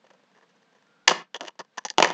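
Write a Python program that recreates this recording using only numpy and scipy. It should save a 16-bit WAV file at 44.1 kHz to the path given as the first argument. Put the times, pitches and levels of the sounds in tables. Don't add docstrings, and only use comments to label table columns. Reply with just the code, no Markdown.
import sys
import numpy as np
from scipy import signal
from scipy.fft import rfft, irfft, next_fast_len
from scipy.io import wavfile
from scipy.ndimage import uniform_filter1d

SR = 44100
rng = np.random.default_rng(int(sys.argv[2]) if len(sys.argv) > 2 else 0)


def pcm_store(signal):
    levels = np.round(np.clip(np.atleast_2d(signal), -1, 1) * 32767)
    wavfile.write(sys.argv[1], SR, levels.astype(np.int16).T)


def how_loud(loudness_db):
    steps = np.asarray(loudness_db, float) / 20
    return 10 ** steps


N = 94065


def unit(x):
    return x / np.sqrt(np.mean(x ** 2) + 1e-20)


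def along(points, hz):
    f, v = np.transpose(points)
    return np.interp(np.log(hz + 1), np.log(f + 1), v)


def filtered(x, response):
    m = next_fast_len(x.shape[-1] + 8192)
    spectrum = rfft(x, m) * response(np.fft.rfftfreq(m, 1 / SR))
    return irfft(spectrum, m)[..., :x.shape[-1]]


def causal(gain):
    c = irfft(np.log(np.maximum(gain, 1e-6)))
    c[1:len(c) // 2] *= 2
    c[len(c) // 2 + 1:] = 0
    return np.exp(rfft(c))


def ring(f, peaks):
    total = 0
    for k, (centre, width, db) in enumerate(peaks):
        damping = 1j * f * width
        total = total + (-1) ** k * how_loud(db) * damping / (centre * centre - f * f + damping)
    return total


# (frequency [Hz], density [dB per Hz])
HUSH_SPECTRUM = [(47, -90.5), (80, -12.5), (190, 5), (408, -9.5), (460, 1.5), (605, -6.5), (722, -4),
                 (3760, -13.5), (8750, -26.5), (11400, -50.5), (19200, -120)]


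def air():
    hush = filtered(rng.standard_normal(N), lambda f: how_loud(along(HUSH_SPECTRUM, f)))
    whine = filtered(rng.standard_normal(N), lambda f: ring(f, [(1570, 12, 0)]))
    return how_loud(-66) * unit(hush) + how_loud(-79.5) * unit(whine)


def bent(table, s, hz):
    _, hz_a, db_a, hz_b, db_b = [row for row in table if row[0] <= s][-1]

    def bump(centre):
        octaves = np.log2((hz + 1) / centre)
        return np.exp(-.5 * (octaves / .14) ** 2)

    return how_loud(db_a * bump(hz_a) + db_b * bump(hz_b))


def even(spectrum, hz):
    smooth_hz = 220
    power = abs(uniform_filter1d(abs(spectrum) ** 2, round(smooth_hz / hz[1])))
    return spectrum * causal(np.sqrt(power.mean() / (power + 1e-20)))


# (time [s], crack peak [dB], panel peak [dB], burst length [s], brightness [dB])
TOUCH = [(0.0425, -58, -48, 0.008, -10), (0.066, -52, -52, 0.005, -11), (0.103, -48, -46, 0.008, -10),
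         (0.135, -54, -54, 0.004, -1), (0.147, -62, -53, 0.008, -7), (0.195, -61, -57, 0.008, -9),
         (0.235, -60, -57, 0.008, -6), (0.315, -57, -54, 0.004, -5), (0.349, -54, -54, 0.004, -14),
         (0.36, -56, -54, 0.008, -11), (0.372, -53, -55, 0.008, -9), (0.384, -55, -49, 0.004, -7),
         (0.411, -53, -54, 0.004, -13), (0.422, -54, -52, 0.008, -13), (0.433, -54, -52, 0.009, -14),
         (0.49, -59, -60, 0.02, -2), (0.55, -59, -61, 0.02, -2), (0.62, -59, -56, 0.015, -6),
         (0.725, -58, -57, 0.01, -4), (0.75, -57, -55, 0.02, -7), (0.785, -59, -60, 0.002, -8),
         (0.824, -56, -58, 0.002, -7), (0.868, -58, -62, 0.002, -4)]
PUSH = [(1.0745, -21, -30, 0.002, -1), (1.0776, 2, -11, 0.0035, -1), (1.0815, 2, -11, 0.0015, -6),
        (1.085, -14, -10, 0.001, -3), (1.0915, -15, -17, 0.002, -5), (1.0968, -8, -15, 0.0005, -3),
        (1.1092, -13, -19, 0.001, -8), (1.1118, -20, -10, 0.003, -8), (1.1192, -16, -19, 0.002, -2),
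        (1.976, -33, -38, 0.005, -3), (1.9828, -2, -3, 0.0018, -10), (1.9895, -18, -14, 0.001, -10),
        (2.0012, -12, -6, 0.0015, -7), (2.0242, 0, -5, 0.002, -6), (2.0275, -3, -6, 0.0015, -16),
        (2.0368, -15, -15, 0.003, -9), (2.0452, -9, -9, 0.0015, -12), (2.054, -20, -15, 0.002, -11),
        (2.073, -21, -19, 0.002, -8), (2.087, -26, -29, 0.003, -9), (2.1025, -20, -17, 0.001, -5),
        (2.1105, -30, -25, 0.002, -3)]
CRACKLE = [(1.3432, -29, -42, 0.0015, -6), (1.3452, -21, -29, 0.003, -11), (1.3525, -29, -29, 0.007, -11),
           (1.361, -28, -32, 0.003, 0), (1.3705, -42, -43, 0.003, -2), (1.3975, -56, -45, 0.005, -7),
           (1.4085, -20, -27, 0.002, -5), (1.4155, -34, -30, 0.006, -9), (1.4255, -40, -35, 0.004, -3),
           (1.4335, -38, -29, 0.004, -5), (1.4415, -45, -34, 0.002, -11), (1.4502, -32, -34, 0.002, -6),
           (1.46, -39, -42, 0.006, -3), (1.47, -34, -39, 0.009, -5), (1.4808, -26, -32, 0.004, -5),
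           (1.49, -43, -40, 0.002, -5), (1.5045, -53, -52, 0.003, -6), (1.5545, -61, -54, 0.003, 2),
           (1.5912, -30, -37, 0.003, -2), (1.5945, -27, -28, 0.004, -1), (1.601, -29, -28, 0.004, -8),
           (1.6065, -35, -30, 0.004, -8), (1.612, -45, -37, 0.004, -7), (1.6485, -51, -52, 0.002, -5),
           (1.7735, -33, -38, 0.004, -2), (1.7795, -22, -21, 0.005, -7), (1.7865, -30, -30, 0.002, -6),
        (1.8385, -52, -63, 0.001, -7), (1.8505, -16, -23, 0.0035, 3), (1.8545, -28, -27, 0.003, 1),
        (1.861, -27, -36, 0.004, -1), (1.8848, -24, -56, 0.0005, -3), (1.896, -40, -58, 0.004, 1),
        (1.9015, -15, -42, 0.0015, 7), (1.9075, -35, -39, 0.003, 2), (1.9135, -41, -47, 0.001, 13),
        (1.938, -50, -54, 0.002, -1)]
# (frequency [Hz], width [Hz], level [dB])
FIBRE_MODES = [(1780, 240, 0), (2900, 330, -1), (3450, 330, -3), (4200, 330, -6), (4800, 380, -4),
               (5950, 450, -3), (6800, 600, -8)]
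# (frequency [Hz], width [Hz], level [dB])
PANEL_MODES = [(179.6, 59, -11), (402.4, 120, -6), (512, 56, -0.5), (649, 270, -3), (985, 300, -2.5),
               (1394, 333, -9.5)]
# (from [s], mode [Hz], lift [dB], mode [Hz], lift [dB])
FIBRE_BEND = [(0, 1756, 5, 2652, 2), (.3, 1756, 8, 3415, -3), (1.07, 1500, 7, 2250, 7),
              (1.09, 1450, 8, 3200, 3), (1.106, 1902, 3, 3070, 3), (1.34, 1779, 3, 3281, 10),
              (1.39, 1497, 6, 3030, 5), (1.425, 1700, -14, 3030, 3), (1.448, 1733, 5, 3507, 2),
              (1.468, 1779, 2, 2835, 6), (1.59, 1733, 7, 4826, 6), (1.77, 1665, 11, 6050, 5),
              (1.83, 1900, 4, 6050, 9), (1.88, 1803, 6, 4006, 2), (1.89, 1779, 7, 4800, 5),
              (1.97, 1750, -18, 3150, 5), (2.0, 1900, 3, 2450, 4), (2.023, 2482, 9, 1780, -6),
              (2.044, 1950, 6, 3100, -8), (2.07, 3000, -5, 2416, 5), (2.1, 1800, 0, 3461, 6)]
# (from [s], mode [Hz], lift [dB], mode [Hz], lift [dB])
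PANEL_BEND = [(0, 550, 10.5, 241, 1.5), (.3, 448.5, 10, 1052, 4), (1.07, 976, 11.5, 476, 0),
              (1.09, 1023, 6.5, 487, 12.5), (1.106, 579, 4, 1180, 8), (1.34, 487, 8, 965, 4),
              (1.39, 645, 7.5, 261.5, 11), (1.425, 612, 12, 324, 13), (1.448, 644, 8, 320, 11.5),
              (1.468, 563, 5, 966, 6), (1.59, 1054, 8, 457, 8.5), (1.77, 970, 9.5, 394, -10),
              (1.83, 848, 10, 546, 5.5), (1.97, 857, 6.5, 346, 8), (2.0, 668, 9, 259, 2),
              (2.023, 963, 5.5, 247, -11.5), (2.044, 539.6, 9.5, 244, -6), (2.07, 590, 2, 247, -6),
              (2.1, 742, 4, 246, -5)]


def snaps():
    size = 4096
    crack_t60, crumbs_t60, panel_t60, hum_t60 = 0.0092, 0.032, 0.02, 0.067
    crumbs_db, hum_db, sag_db, spiky_db, tint_db = -35, -16, 1.5, 7, 1
    rise_s, kick_at, kick, panel_kick = .0002, 8, 2.42, 1.59
    t, hz = np.arange(size) / SR, np.fft.rfftfreq(2 * size, 1 / SR)
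    fibre = causal(abs(ring(hz, FIBRE_MODES)) / (1 + (1170 / (hz + 1)) ** 4))
    panel = causal(abs(ring(hz, PANEL_MODES)))
    brightness_tilt = np.clip(np.log2(hz / 3500 + 0.53), -1, 1)
    out = np.zeros(N + size)
    for s, crack_db, panel_db, length, bright_db in PUSH + CRACKLE + TOUCH:
        noise = rng.standard_normal((3, size))
        knots = rng.standard_normal((2, 20))
        spikiness = spiky_db * min(length / 0.0027, 1)
        spikes = how_loud(spikiness * np.repeat(rng.standard_normal(size // 32), 32))
        noise[:, kick_at] = kick * np.abs(noise).max() * np.array([1, 1, panel_kick])

        tint = how_loud(tint_db * np.array([np.interp(hz, np.linspace(0, 10000, 20), k) for k in knots]))
        tint *= [bent(FIBRE_BEND, s, hz), bent(PANEL_BEND, s, hz)]
        bright = how_loud((bright_db + 1) * brightness_tilt)
        fibre_shape = fibre * causal(tint[0] * bright)
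        panel_shape = panel * causal(tint[1])

        over = np.maximum(t - length, 0)
        rise = (1 - np.exp(-t / rise_s)) * how_loud(-sag_db * np.minimum(t / length, 1))
        crack = how_loud(-60 * over / crack_t60) * noise[0]
        crumbs = how_loud(crumbs_db - 60 * t / crumbs_t60) * noise[1]
        shake = how_loud(-60 * over / panel_t60) + how_loud(hum_db - 60 * t / hum_t60)
        parts = [(rise * spikes * (crack + crumbs), fibre_shape, crack_db),
                 (rise * noise[2] * shake, panel_shape, panel_db)]
        for part, shape, db in parts:
            burst = irfft(even(rfft(part, 2 * size), hz) * shape)[:size]
            out[round(s * SR):][:size] += how_loud(db) * burst / abs(burst).max()
    return out[:N]


# (frequency [Hz], t60 [s])
ROOM_T60 = [(200, 1), (500, 0.29), (1300, 0.48), (3000, 0.35), (6500, 0.27), (9000, 0.27)]


def room(x):
    hz, t, z = signal.stft(rng.standard_normal(SR // 2), SR, nperseg=256)
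    decay = how_loud(-60 * t / along(ROOM_T60, hz)[:, None])
    tail = signal.istft(z * decay, SR, nperseg=256)[1]
    delayed = np.pad(x, (200, 0))
    return signal.fftconvolve(delayed, tail / np.linalg.norm(tail))[:N]


def gate(x):
    threshold_db, window_s, depth_db, knee_db = -41.5, 0.016, 10, 5
    power = abs(uniform_filter1d(x ** 2, round(window_s * SR)))
    level_db = 10 * np.log10(power + 1e-12)
    return x * how_loud(-depth_db * np.clip((threshold_db - level_db) / knee_db, 0, 4))


def creak():
    start, end, tone_hz, width_hz = .872, .872 + 0.19, 1400, 45
    t = np.arange(N) / SR
    on = np.interp(t, [start - .02, start, end, end + 0.012], [0, 1, 1, 0])
    wander = np.cumsum(rng.standard_normal(N)) * np.sqrt(2 * np.pi * width_hz / SR)
    return how_loud(-70.5) * on * unit(np.sin(2 * np.pi * tone_hz * t + wander))


def duck(card):
    depth_db, hold_s, loud_db = 8, .21, -18
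    t = np.arange(SR) / SR
    loud = abs(uniform_filter1d(card ** 2, 441)) / how_loud(2 * loud_db)
    memory = np.where(t < hold_s, 1, .2 * (t < 3 * hold_s)) / 400
    held = signal.fftconvolve(loud / (1 + loud), memory)[:N]
    return how_loud(-depth_db * uniform_filter1d(np.clip(held, 0, 1), 1500))


def scene():
    card = snaps()
    strained = card + creak()
    echoes = gate(how_loud(-13) * room(card))
    hush = duck(card) * air()
    return (strained + echoes + hush)[None]


def roll_off(x):
    return signal.sosfilt(signal.butter(12, 16000, fs=SR, output="sos"), x)


def record(dry):
    clip_top, low_hz, top_hz, thump_db, sizzle_db, hiss_db = .9, 126.4, 8220, -43.5, -42, -100
    x = filtered(dry, lambda f: causal(1 / (1 + (low_hz / (f + 1)) ** 6) + 0.00081))
    hard = x / (1 + abs(x / clip_top) ** 8) ** (1 / 8)
    hard = filtered(hard, lambda f: causal(1 / (1 + (f / top_hz) ** 20) + how_loud(sizzle_db)))

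    def bend(f):
        thump = how_loud(thump_db) * f / (f + 40) * (f < 300)
        sizzle = how_loud(sizzle_db) * (f > 9000) * (f < 16000)
        return thump + sizzle

    mix = hard + filtered(abs(hard), bend) + how_loud(hiss_db) * rng.standard_normal(x.shape)
    return roll_off(mix)


dry = scene()
out = record(dry)
pcm_store(out)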